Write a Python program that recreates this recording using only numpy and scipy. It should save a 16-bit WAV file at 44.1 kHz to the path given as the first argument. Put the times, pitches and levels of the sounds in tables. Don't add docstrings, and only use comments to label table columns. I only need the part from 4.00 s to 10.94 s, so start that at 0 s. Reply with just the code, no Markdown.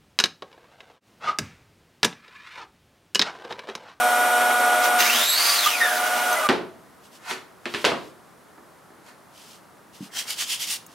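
import sys
import numpy as np
from scipy import signal
from scipy.fft import rfft, irfft, next_fast_len
from scipy.io import wavfile
from scipy.ndimage import uniform_filter1d, map_coordinates

SR = 44100
rng = np.random.default_rng(int(sys.argv[2]) if len(sys.argv) > 2 else 0)


def transcribe(signal):
    frames = np.atleast_2d(signal).T
    limited = np.clip(frames, -1, 1)
    pcm = np.round(limited * 32767).astype(np.int16)
    wavfile.write(sys.argv[1], SR, pcm)


N = 306054
TOP_HZ = 15800

# hz, relative_db_per_hz
QUIET_SPECTRUM = [(25, -32), (50, -22), (85, -12.5), (160, -6), (300, -7), (480, -8.5), (750, -8.5),
                  (1300, -9.5), (1900, -16), (2500, -23), (4500, -26), (7500, -28), (10500, -27),
                  (15800, -34)]
# hz, correlation
STEREO_LIKENESS = [(30, 0.18), (70, 0.25), (130, 0.48), (500, 0.61), (1000, 0.69), (2500, 0.74),
                   (12000, 0.83)]
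# hz, t60_s
WALLS = [(100, 0.88), (400, 0.48), (1500, 0.38), (4000, 0.37), (8000, 0.3), (14000, 0.3)]

# centre_s, sigma_s, level_db
BRUSHES = [(3.057, 0.022, -54.5), (3.152, 0.023, -50.5), (3.812, 0.081, -43.5), (4.047, 0.048, -55),
           (5.073, 0.015, -58), (5.4, 0.045, -50), (5.521, 0.042, -49), (5.96, 0.02, -49),
           (6.046, 0.028, -47), (6.927, 0.033, -54.5)]
# fastest_s, level_db
DRAGS = [(3.308, -26.5), (5.089, -47)]
# hz, relative_db_per_hz
SCRAPE_SPECTRUM = [(100, -19), (450, -13.5), (800, 0.5), (1300, 2.5), (2000, -2), (3500, -8), (6000, -11),
                   (11000, -18.5), (15800, -30)]
DRAG_RISE_DB_PER_S, DRAG_FALL_DB_PER_S = 300, 295

# start_s, level_db
THUDS = [(6.006, -29), (6.672, -46)]
# hz, relative_db, t60_s
MAT_MODES = [(162, -4, 0.12), (198, 4, 0.13), (236, 0, 0.12), (285, 0.5, 0.13)]
TICK_S = 6.865

# centre_s, half_length_s (scaled per layer), rasp_db
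STROKES = [(6.19, 0.039, -28), (6.31, 0.028, -26.5), (6.414, 0.031, -25), (6.522, .036, -25),
           (6.626, 0.026, -26), (6.718, 0.037, -24.5)]
# hz, relative_db_per_hz
GRIT_SPECTRUM = [(100, -53), (500, -21), (1000, -13), (1500, -10), (2300, -3), (3000, 3), (3800, -1),
                 (5000, 0), (7000, -3.5), (9500, -6), (13000, -10), (15800, -16)]
# hz, relative_db_per_hz
HOLLOW_SPECTRUM = [(80, -51), (230, -3), (400, -10), (800, -1.5), (1400, 0.5), (2000, 3), (4000, -32),
                   (15800, -43)]
HOLLOW_DB, HOLLOW_FADE_DB_PER_S = -10.5, 41

# start_s, clack_db, table_db, panel_ring_db, panel_pitch_ratio
KNOCKS = [(2.4887, -10.5, -21, -23, 0.95), (2.4964, -17, -18, -22, 1), (3.311, -20.5, -36, -38.5, 1),
          (3.6558, -19, -32, -34, 0.93), (3.7391, -17.5, -31.5, -38, 1), (3.746, -16.5, -43, -34, 0.91),
          (3.8431, -13, -20, -25, 1.08), (3.8495, -5.5, -19.5, -32, 1.46), (3.868, -40, -24, -28, 1.8),
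          (3.917, -32, -24, -32.5, 1.46), (4.578, -53, -46, -53, 0.9), (4.903, -62, -52, -55, 0.9)]
# hz (before pitch ratio), relative_db, t60_s
PANEL_MODES = [(237, -4, 0.25), (270.2, -6.5, 0.33), (375.5, 0, 0.39), (446, -3, 0.31), (563, -14, 0.081),
               (664, -16.5, 0.75), (874, -17, 0.075), (1285, -18, 0.1), (1500, -12, 0.41), (1760, -4, 0.09),
               (1930, -2, 0.15)]
# hz, relative_db_per_hz
CLACK_SPECTRUM = [(100, -6), (400, -39), (900, 0), (1500, 2), (2400, 4), (4000, 1.5), (6500, -6),
                  (10000, -7), (15800, -17)]
# hz, relative_db_per_hz
TABLE_SPECTRUM = [(40, -30), (120, -10.5), (250, -2), (400, 3), (700, -1), (1100, -1), (2000, -11.5),
                  (6000, -57)]
CONTACT_HZ, BRIGHTEN_DB_PER_OCTAVE = 7500, 19

# hz, relative_db, width_hz
DUCT_TONES = [(557, -38.5, 43), (622.6, -33.5, 24), (802, -39, 16), (873, -40.5, 25), (1393, -36, 25)]
# hz, relative_db_per_hz
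RUSH_SPECTRUM = [(30, -42), (90, -49), (170, -15), (245, -7.5), (320, -7.5), (450, -1.5), (620, 0),
                 (1000, 3.5), (1400, 4.5), (1750, -6), (2050, -1), (2800, -6.5), (5000, -21), (15000, -45)]
# hz, relative_db_per_hz
HISS_SPECTRUM = [(500, -42), (2000, -19), (3200, 6.5), (4700, -1), (7000, 2.5), (9300, 2.5), (12500, -1),
                 (15800, -7)]
# hz, width_hz, relative_db
BLADE_MODES = [(5670, 190, 1), (8950, 260, -17), (9390, 360, 2), (10730, 370, -0.5), (11520, 300, -1),
               (13080, 220, -8)]
# hz, relative_db_per_hz
CHIP_SPECTRUM = [(40, -44), (130, -56), (300, -11.5), (600, -6), (1200, 4.5), (2200, 4.5), (4000, 1),
                 (6500, -1), (9000, -11), (11500, -7), (14000, -5.5), (15800, -9)]
# centre_s, sigma_s, level_db
CATCHES = [(0.848, 0.023, -24.5), (1.006, 0.0033, -17), (1.077, 0.016, -23), (1.662, .012, -20),
           (1.834, 0.01, -33)]
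# centre_s, sigma_s, pitch_hz, level_db, overtone_step_db
SQUEALS = [(1.298, 0.014, 3760, -22, -0.5), (1.334, 0.01, 3910, -30, 3.5), (1.5, 0.056, 1146, -27.5, -30),
           (1.668, 0.0052, 1197, -13.5, -27), (1.881, 0.17, 11030, -36.5, -57),
           (2.33, 0.0026, 6110, -24.5, -4), (2.375, 0.011, 2046, -26, -26), (2.459, 0.018, 1203, -21, -18)]
# shaft_rate_multiple, relative_db
SHAFT_ORDERS = [(1, -24.5), (2, -16), (3, 0.5), (4, -12.5), (5, -11), (6, -0.5), (7, -18.5), (8, -18),
                (9, -25.5), (10, -19.5), (13, -21), (15, -23), (33, -24), (36, -21.5), (54, -19)]
# time_s, depth_0_to_1
DEPTH = [(0.97, 0.01), (1.05, 0.21), (1.18, 0.61), (1.4, 0.94), (1.55, 1), (1.66, .55), (1.82, 0.14),
         (1.97, 0.02)]
# time_s, relative_db
DIP = [(0.99, -2.5), (1.15, -15), (1.23, -13.5), (1.3, -30), (1.43, -18), (1.68, -20), (1.84, -10.5),
       (2.3, -6)]
IDLE_TURNS_PER_S, SAG_TURNS_PER_S, BRAKE_TURNS_PER_S2 = 242.2, 8, 335
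CUT_START_S, CUT_END_S, TRIGGER_OFF_S, STOP_S = 0.99, 1.693, 2.33, 2.472
CAVITY_HZ, CAVITY_WIDTH_HZ, CAVITY_DB = 1821, 130, 9.5


def amp(db):
    return 10 ** (np.asarray(db) / 20)


def unit(x):
    return x / np.sqrt(np.mean(x ** 2) + 1e-20)


def clock():
    return np.arange(N) / SR


def since(s):
    return np.maximum(clock() - s, 0)


def until(s):
    return np.maximum(s - clock(), 0)


def swell(s, sigma_s):
    return np.exp(-.5 * ((clock() - s) / sigma_s) ** 2)


def along(points, hz):
    f, v = np.transpose(points)
    return np.interp(np.log(hz + 1), np.log(f + 1), v)


def curve(rows):
    s, value = np.transpose(rows)
    return np.interp(clock(), s, value)


def wobble(rate_hz):
    knots = rng.standard_normal(16384)
    return map_coordinates(knots, [clock() * rate_hz], mode="wrap")


def phase_of(hz):
    return 2 * np.pi * np.cumsum(hz) / SR


def fuzzy(phase, width_hz):
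    return unit(wobble(width_hz) * np.sin(phase) + wobble(width_hz) * np.cos(phase))


def airy(phase, share):
    cycles = phase / (2 * np.pi)

    def part():
        return map_coordinates(rng.standard_normal(16384), [cycles * share], mode="wrap")

    return unit(part() * np.sin(phase) + part() * np.cos(phase))


def filtered(x, response):
    n = x.shape[-1]
    m = next_fast_len(n + 8192)
    return irfft(rfft(x, m) * response(np.fft.rfftfreq(m, 1 / SR)), m)[..., :n]


def spread(pair):
    def mid_side_gains(hz):
        turn = np.arccos(np.clip(along(STEREO_LIKENESS, hz), 0, 1)) / 2
        return np.array([np.cos(turn), np.sin(turn)])

    mid, side = filtered(pair, mid_side_gains)
    return np.array([mid + side, mid - side])


def noise(spectrum, grain=1):
    rough = grain * rng.standard_normal((2, N))
    return unit(spread(filtered(rough, lambda hz: amp(along(spectrum, hz)))))


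def add(track, s, sound):
    part = track[..., round(s * SR):][..., :sound.shape[-1]]
    part += sound[..., :part.shape[-1]]


def without_bass(x, low_hz):
    return signal.sosfilt(signal.butter(2, low_hz, "high", fs=SR, output="sos"), x)


def nearby(x, echo_db, reach_s=.012, count=8):
    out = x.copy()
    delays_s = rng.uniform(reach_s / 20, reach_s, count)
    for delay_s, sign in zip(delays_s, rng.choice([-1, 1], count)):
        add(out, delay_s, sign * amp(echo_db) * x)
    return out / np.sqrt(1 + count * amp(echo_db) ** 2)


def workshop(x, wet_db):
    hz, t, z = signal.stft(rng.standard_normal((2, SR * 3 // 4)), SR, nperseg=256)
    decay = amp(-60 * t / along(WALLS, hz)[:, None])
    tail = spread(signal.istft(z * decay, SR, nperseg=256)[1])
    tail = np.pad(tail / np.linalg.norm(tail[0]), ((0, 0), (100, 0)))
    wet = signal.fftconvolve(np.atleast_2d(x), tail, axes=1)[:, :x.shape[-1]]
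    return x + amp(wet_db) * wet


def struck(colour, envelope, wet_db):
    direct = unit(filtered(rng.standard_normal(len(envelope)), colour)) * envelope
    click = signal.unit_impulse(len(envelope))
    tail = unit(filtered(workshop(click, 0) - click, colour))
    return direct + amp(wet_db) * np.std(direct) * tail


def quiet(level_db=-51.5):
    return amp(level_db) * noise(QUIET_SPECTRUM)


def handling():
    slide = sum(amp(db - DRAG_RISE_DB_PER_S * until(s) - DRAG_FALL_DB_PER_S * since(s)) for s, db in DRAGS)
    drag = slide * noise(SCRAPE_SPECTRUM, amp(1.5 * wobble(830)))
    brush_level = sum(amp(db) * swell(s, sigma_s) for s, sigma_s, db in BRUSHES)
    brush = brush_level * noise(GRIT_SPECTRUM, amp(1.2 * wobble(300)))
    return workshop(nearby(drag, echo_db=-11), wet_db=-7.5) + brush


def bench(thud_attack_s=0.0037, low_hz=130, tick_db=-37, tick_t60_s=0.026):
    out, t = np.zeros((2, N)), np.arange(SR // 4) / SR
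    thud = sum(amp(db - 60 * t / t60_s) * np.sin(2 * np.pi * hz * t) for hz, db, t60_s in MAT_MODES)
    for s, db in THUDS:
        add(out, s, amp(db) * thud * (1 - np.exp(-t / thud_attack_s)))
    snap = unit(filtered(rng.standard_normal(len(t)), lambda hz: hz > 6000))
    add(out, TICK_S, amp(tick_db - 60 * t / tick_t60_s) * snap)
    return without_bass(out, low_hz)


def sanding(grit_db=0.5, catch_db=1.4, hollow_grain_db=4.7, ripple_db=2):
    out = np.zeros((2, N))
    grid_hz = np.geomspace(200, TOP_HZ, 70)
    rasp = noise(GRIT_SPECTRUM, amp(grit_db * wobble(2500) + catch_db * wobble(160)))
    scrape = noise(HOLLOW_SPECTRUM, amp(hollow_grain_db * wobble(400)))
    for s, half_s, rasp_db in STROKES:
        scrape_db = rasp_db + HOLLOW_DB - HOLLOW_FADE_DB_PER_S * (s - STROKES[0][0])
        stroke = swell(s, half_s * 0.77) * amp(rasp_db) * rasp
        stroke += swell(s, half_s * 0.96) * amp(scrape_db) * scrape
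        start_s = s - 1 / 5
        excerpt = stroke[:, round(start_s * SR):][:, :SR // 2]
        ripple = np.column_stack([grid_hz, ripple_db * rng.standard_normal(len(grid_hz))])
        add(out, start_s, filtered(excerpt, lambda hz: amp(along(ripple, hz) - 1.0)))
    return workshop(out, wet_db=-13.5)


def knocks(crack_t60_s=0.0084, chatter_db=-15, chatter_t60_s=0.12, table_t60_s=0.093,
           scatter_db=1, low_hz=110, contact_s=0.0003):
    out, t = np.zeros((2, N)), np.arange(SR * 3 // 4) / SR

    def fade(t60_s):
        return 1000 ** (-t / t60_s) * (1 - np.exp(-t / contact_s))

    clack_fade = fade(crack_t60_s) + amp(chatter_db) * fade(chatter_t60_s)
    for s, clack_db, table_db, ring_db, pitch in KNOCKS:
        soft_hz = CONTACT_HZ * 2 ** (clack_db / BRIGHTEN_DB_PER_OCTAVE)
        colour = lambda hz: amp(along(CLACK_SPECTRUM, hz)) / np.hypot(1, (hz / soft_hz) ** 2)
        clack = amp(clack_db) * struck(colour, clack_fade, wet_db=0.0)
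        table_colour = lambda hz: amp(along(TABLE_SPECTRUM, hz))
        table = amp(table_db) * struck(table_colour, fade(table_t60_s), wet_db=2.5)
        ring = np.zeros(len(t))
        for hz, db, t60_s in PANEL_MODES:
            mode = np.sin(2 * np.pi * (hz * pitch * t + rng.random()))
            ring += amp(db + scatter_db * rng.normal()) * fade(t60_s) * mode
        add(out, s, clack + table + workshop(amp(ring_db) * ring, wet_db=-14.5))
    return without_bass(out, low_hz)


def shaft_speed():
    sag = SAG_TURNS_PER_S * curve(DEPTH)
    return IDLE_TURNS_PER_S - sag - BRAKE_TURNS_PER_S2 * np.minimum(since(TRIGGER_OFF_S), .5)


def airflow(rush_db=-24.0, hiss_db=-31.0, plate_db=-34.5, duct_db=0.5, rush_dip=0.61, teeth_dip=0.58,
            depth_db=14, coast_db_per_s=25):
    dip_db = curve(DIP)
    air_db = rush_dip * dip_db
    teeth_db = teeth_dip * dip_db + depth_db * curve(DEPTH) - coast_db_per_s * since(TRIGGER_OFF_S)
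    rush = amp(air_db + rush_db + 1.04 * wobble(25.6)) * noise(RUSH_SPECTRUM)
    duct = sum(amp(db) * fuzzy(2 * np.pi * hz * clock(), width_hz) for hz, db, width_hz in DUCT_TONES)

    def modes(f):
        return sum(amp(db) * 1j * f * w / (c * c - f * f + 1j * f * w) for c, w, db in BLADE_MODES)

    blade = amp(hiss_db) * noise(HISS_SPECTRUM)
    blade += amp(plate_db) * unit(filtered(noise(HISS_SPECTRUM), modes))
    return nearby(rush + amp(teeth_db) * blade, echo_db=-16.0) + amp(air_db + duct_db) * duct


def chips(cut_db=-19.5, cut_dip=.2, attack_db_per_s=1800, release_db_per_s=250, dust_db=-27,
          clear_db_per_s=13, turn_hz=72, runout_db=-0.9, chip_db=3):
    tearing = amp(cut_db + cut_dip * curve(DIP) - release_db_per_s * since(CUT_END_S))
    dust = amp(dust_db - clear_db_per_s * since(CUT_END_S))
    level = np.maximum(tearing, dust) * amp(-attack_db_per_s * until(CUT_START_S))
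    catches = sum(amp(db) * swell(s, sigma_s) for s, sigma_s, db in CATCHES)
    level = np.hypot(level, catches)
    grain = amp(runout_db * np.sin(2 * np.pi * turn_hz * clock()) + chip_db * wobble(1500))
    uneven = amp(wobble(35))
    return nearby(level * uneven * noise(CHIP_SPECTRUM, grain), echo_db=-13.0)


def whistle(shallow_hz=1400, deep_hz=4730, level_db=-29, feed_db=0.4, skirt_db=0, octave_db=-11,
            third_db=-13, full_depth=0.14, lead_in_s=0.079):
    depth = curve(DEPTH)
    pitch_hz = shallow_hz + (deep_hz - shallow_hz) * depth
    phase = phase_of(pitch_hz)
    core, skirt = airy(phase, .08), airy(phase, .28)
    octave, third = airy(2 * phase, .06), airy(3 * phase, .05)
    flicker = unit(amp(2.6 * wobble(70)))
    lead_in = np.minimum(since(CUT_START_S) / lead_in_s, 1) ** 2
    in_kerf = np.sqrt(np.clip(depth / full_depth, 0, 1)) * lead_in
    feed_per_s = uniform_filter1d(np.gradient(depth) * SR, size=SR // 10)
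    flare_db = CAVITY_DB / (1 + ((pitch_hz - CAVITY_HZ) / CAVITY_WIDTH_HZ) ** 2)
    turbulence = pitch_hz / deep_hz * (amp(skirt_db) * skirt + amp(third_db) * third)
    level = amp(level_db + feed_db * feed_per_s + flare_db) * in_kerf
    return level * (flicker * core + amp(octave_db) * octave + turbulence)


def squeals(waver=0.015):
    out, speed = np.zeros(N), shaft_speed()
    for s, sigma_s, hz, db, overtone_db in SQUEALS:
        phase = phase_of(hz * speed / speed[round(s * SR)] * (1 + waver * wobble(150)))
        for k in range(3):
            if (k + 1) * hz < TOP_HZ:
                out += amp(db + k * overtone_db) * swell(s, sigma_s) * np.sin((k + 1) * phase)
    return out


def cut(load_db=-39):
    hum = amp(load_db) * swell(1.106, 0.074) * fuzzy(phase_of(shaft_speed()), 29.2)
    return chips() + workshop(whistle() + squeals(), wet_db=-7) + hum


def motor(whine_db=-21.5, coast_db_per_s=130, flutter_db=0.64, rough=0.2, side=0.029, drift=0.0016):
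    shaft = phase_of(shaft_speed() * (1 + drift * wobble(12)))
    out = np.zeros((2, N))
    for order, db in SHAFT_ORDERS:
        phase = order * shaft + rng.uniform(0, 2 * np.pi)
        tone = np.sqrt(2) * np.sin(phase) * amp(flutter_db * wobble(25.17))
        tone += rough * fuzzy(phase, 70)
        stereo = np.outer([1, -1], side * np.cos(phase + rng.uniform(0, 2 * np.pi)))
        out += amp(db) * (tone + stereo)
    return out * amp(whine_db + curve(DIP) - coast_db_per_s * since(TRIGGER_OFF_S))


def saw(stop_db=-8, stop_t60_s=0.4):
    stop = amp(stop_db * (clock() > STOP_S) - 60 * since(STOP_S) / stop_t60_s)
    return (motor() + airflow() + cut()) * stop


def scene():
    sources = saw() + knocks() + handling() + sanding() + bench()
    return sources * amp([[-.25], [.25]]) + quiet()


def record(dry):
    return filtered(np.clip(dry, -1, 1), lambda hz: hz < TOP_HZ)


dry = scene()
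out = record(dry)
transcribe(out)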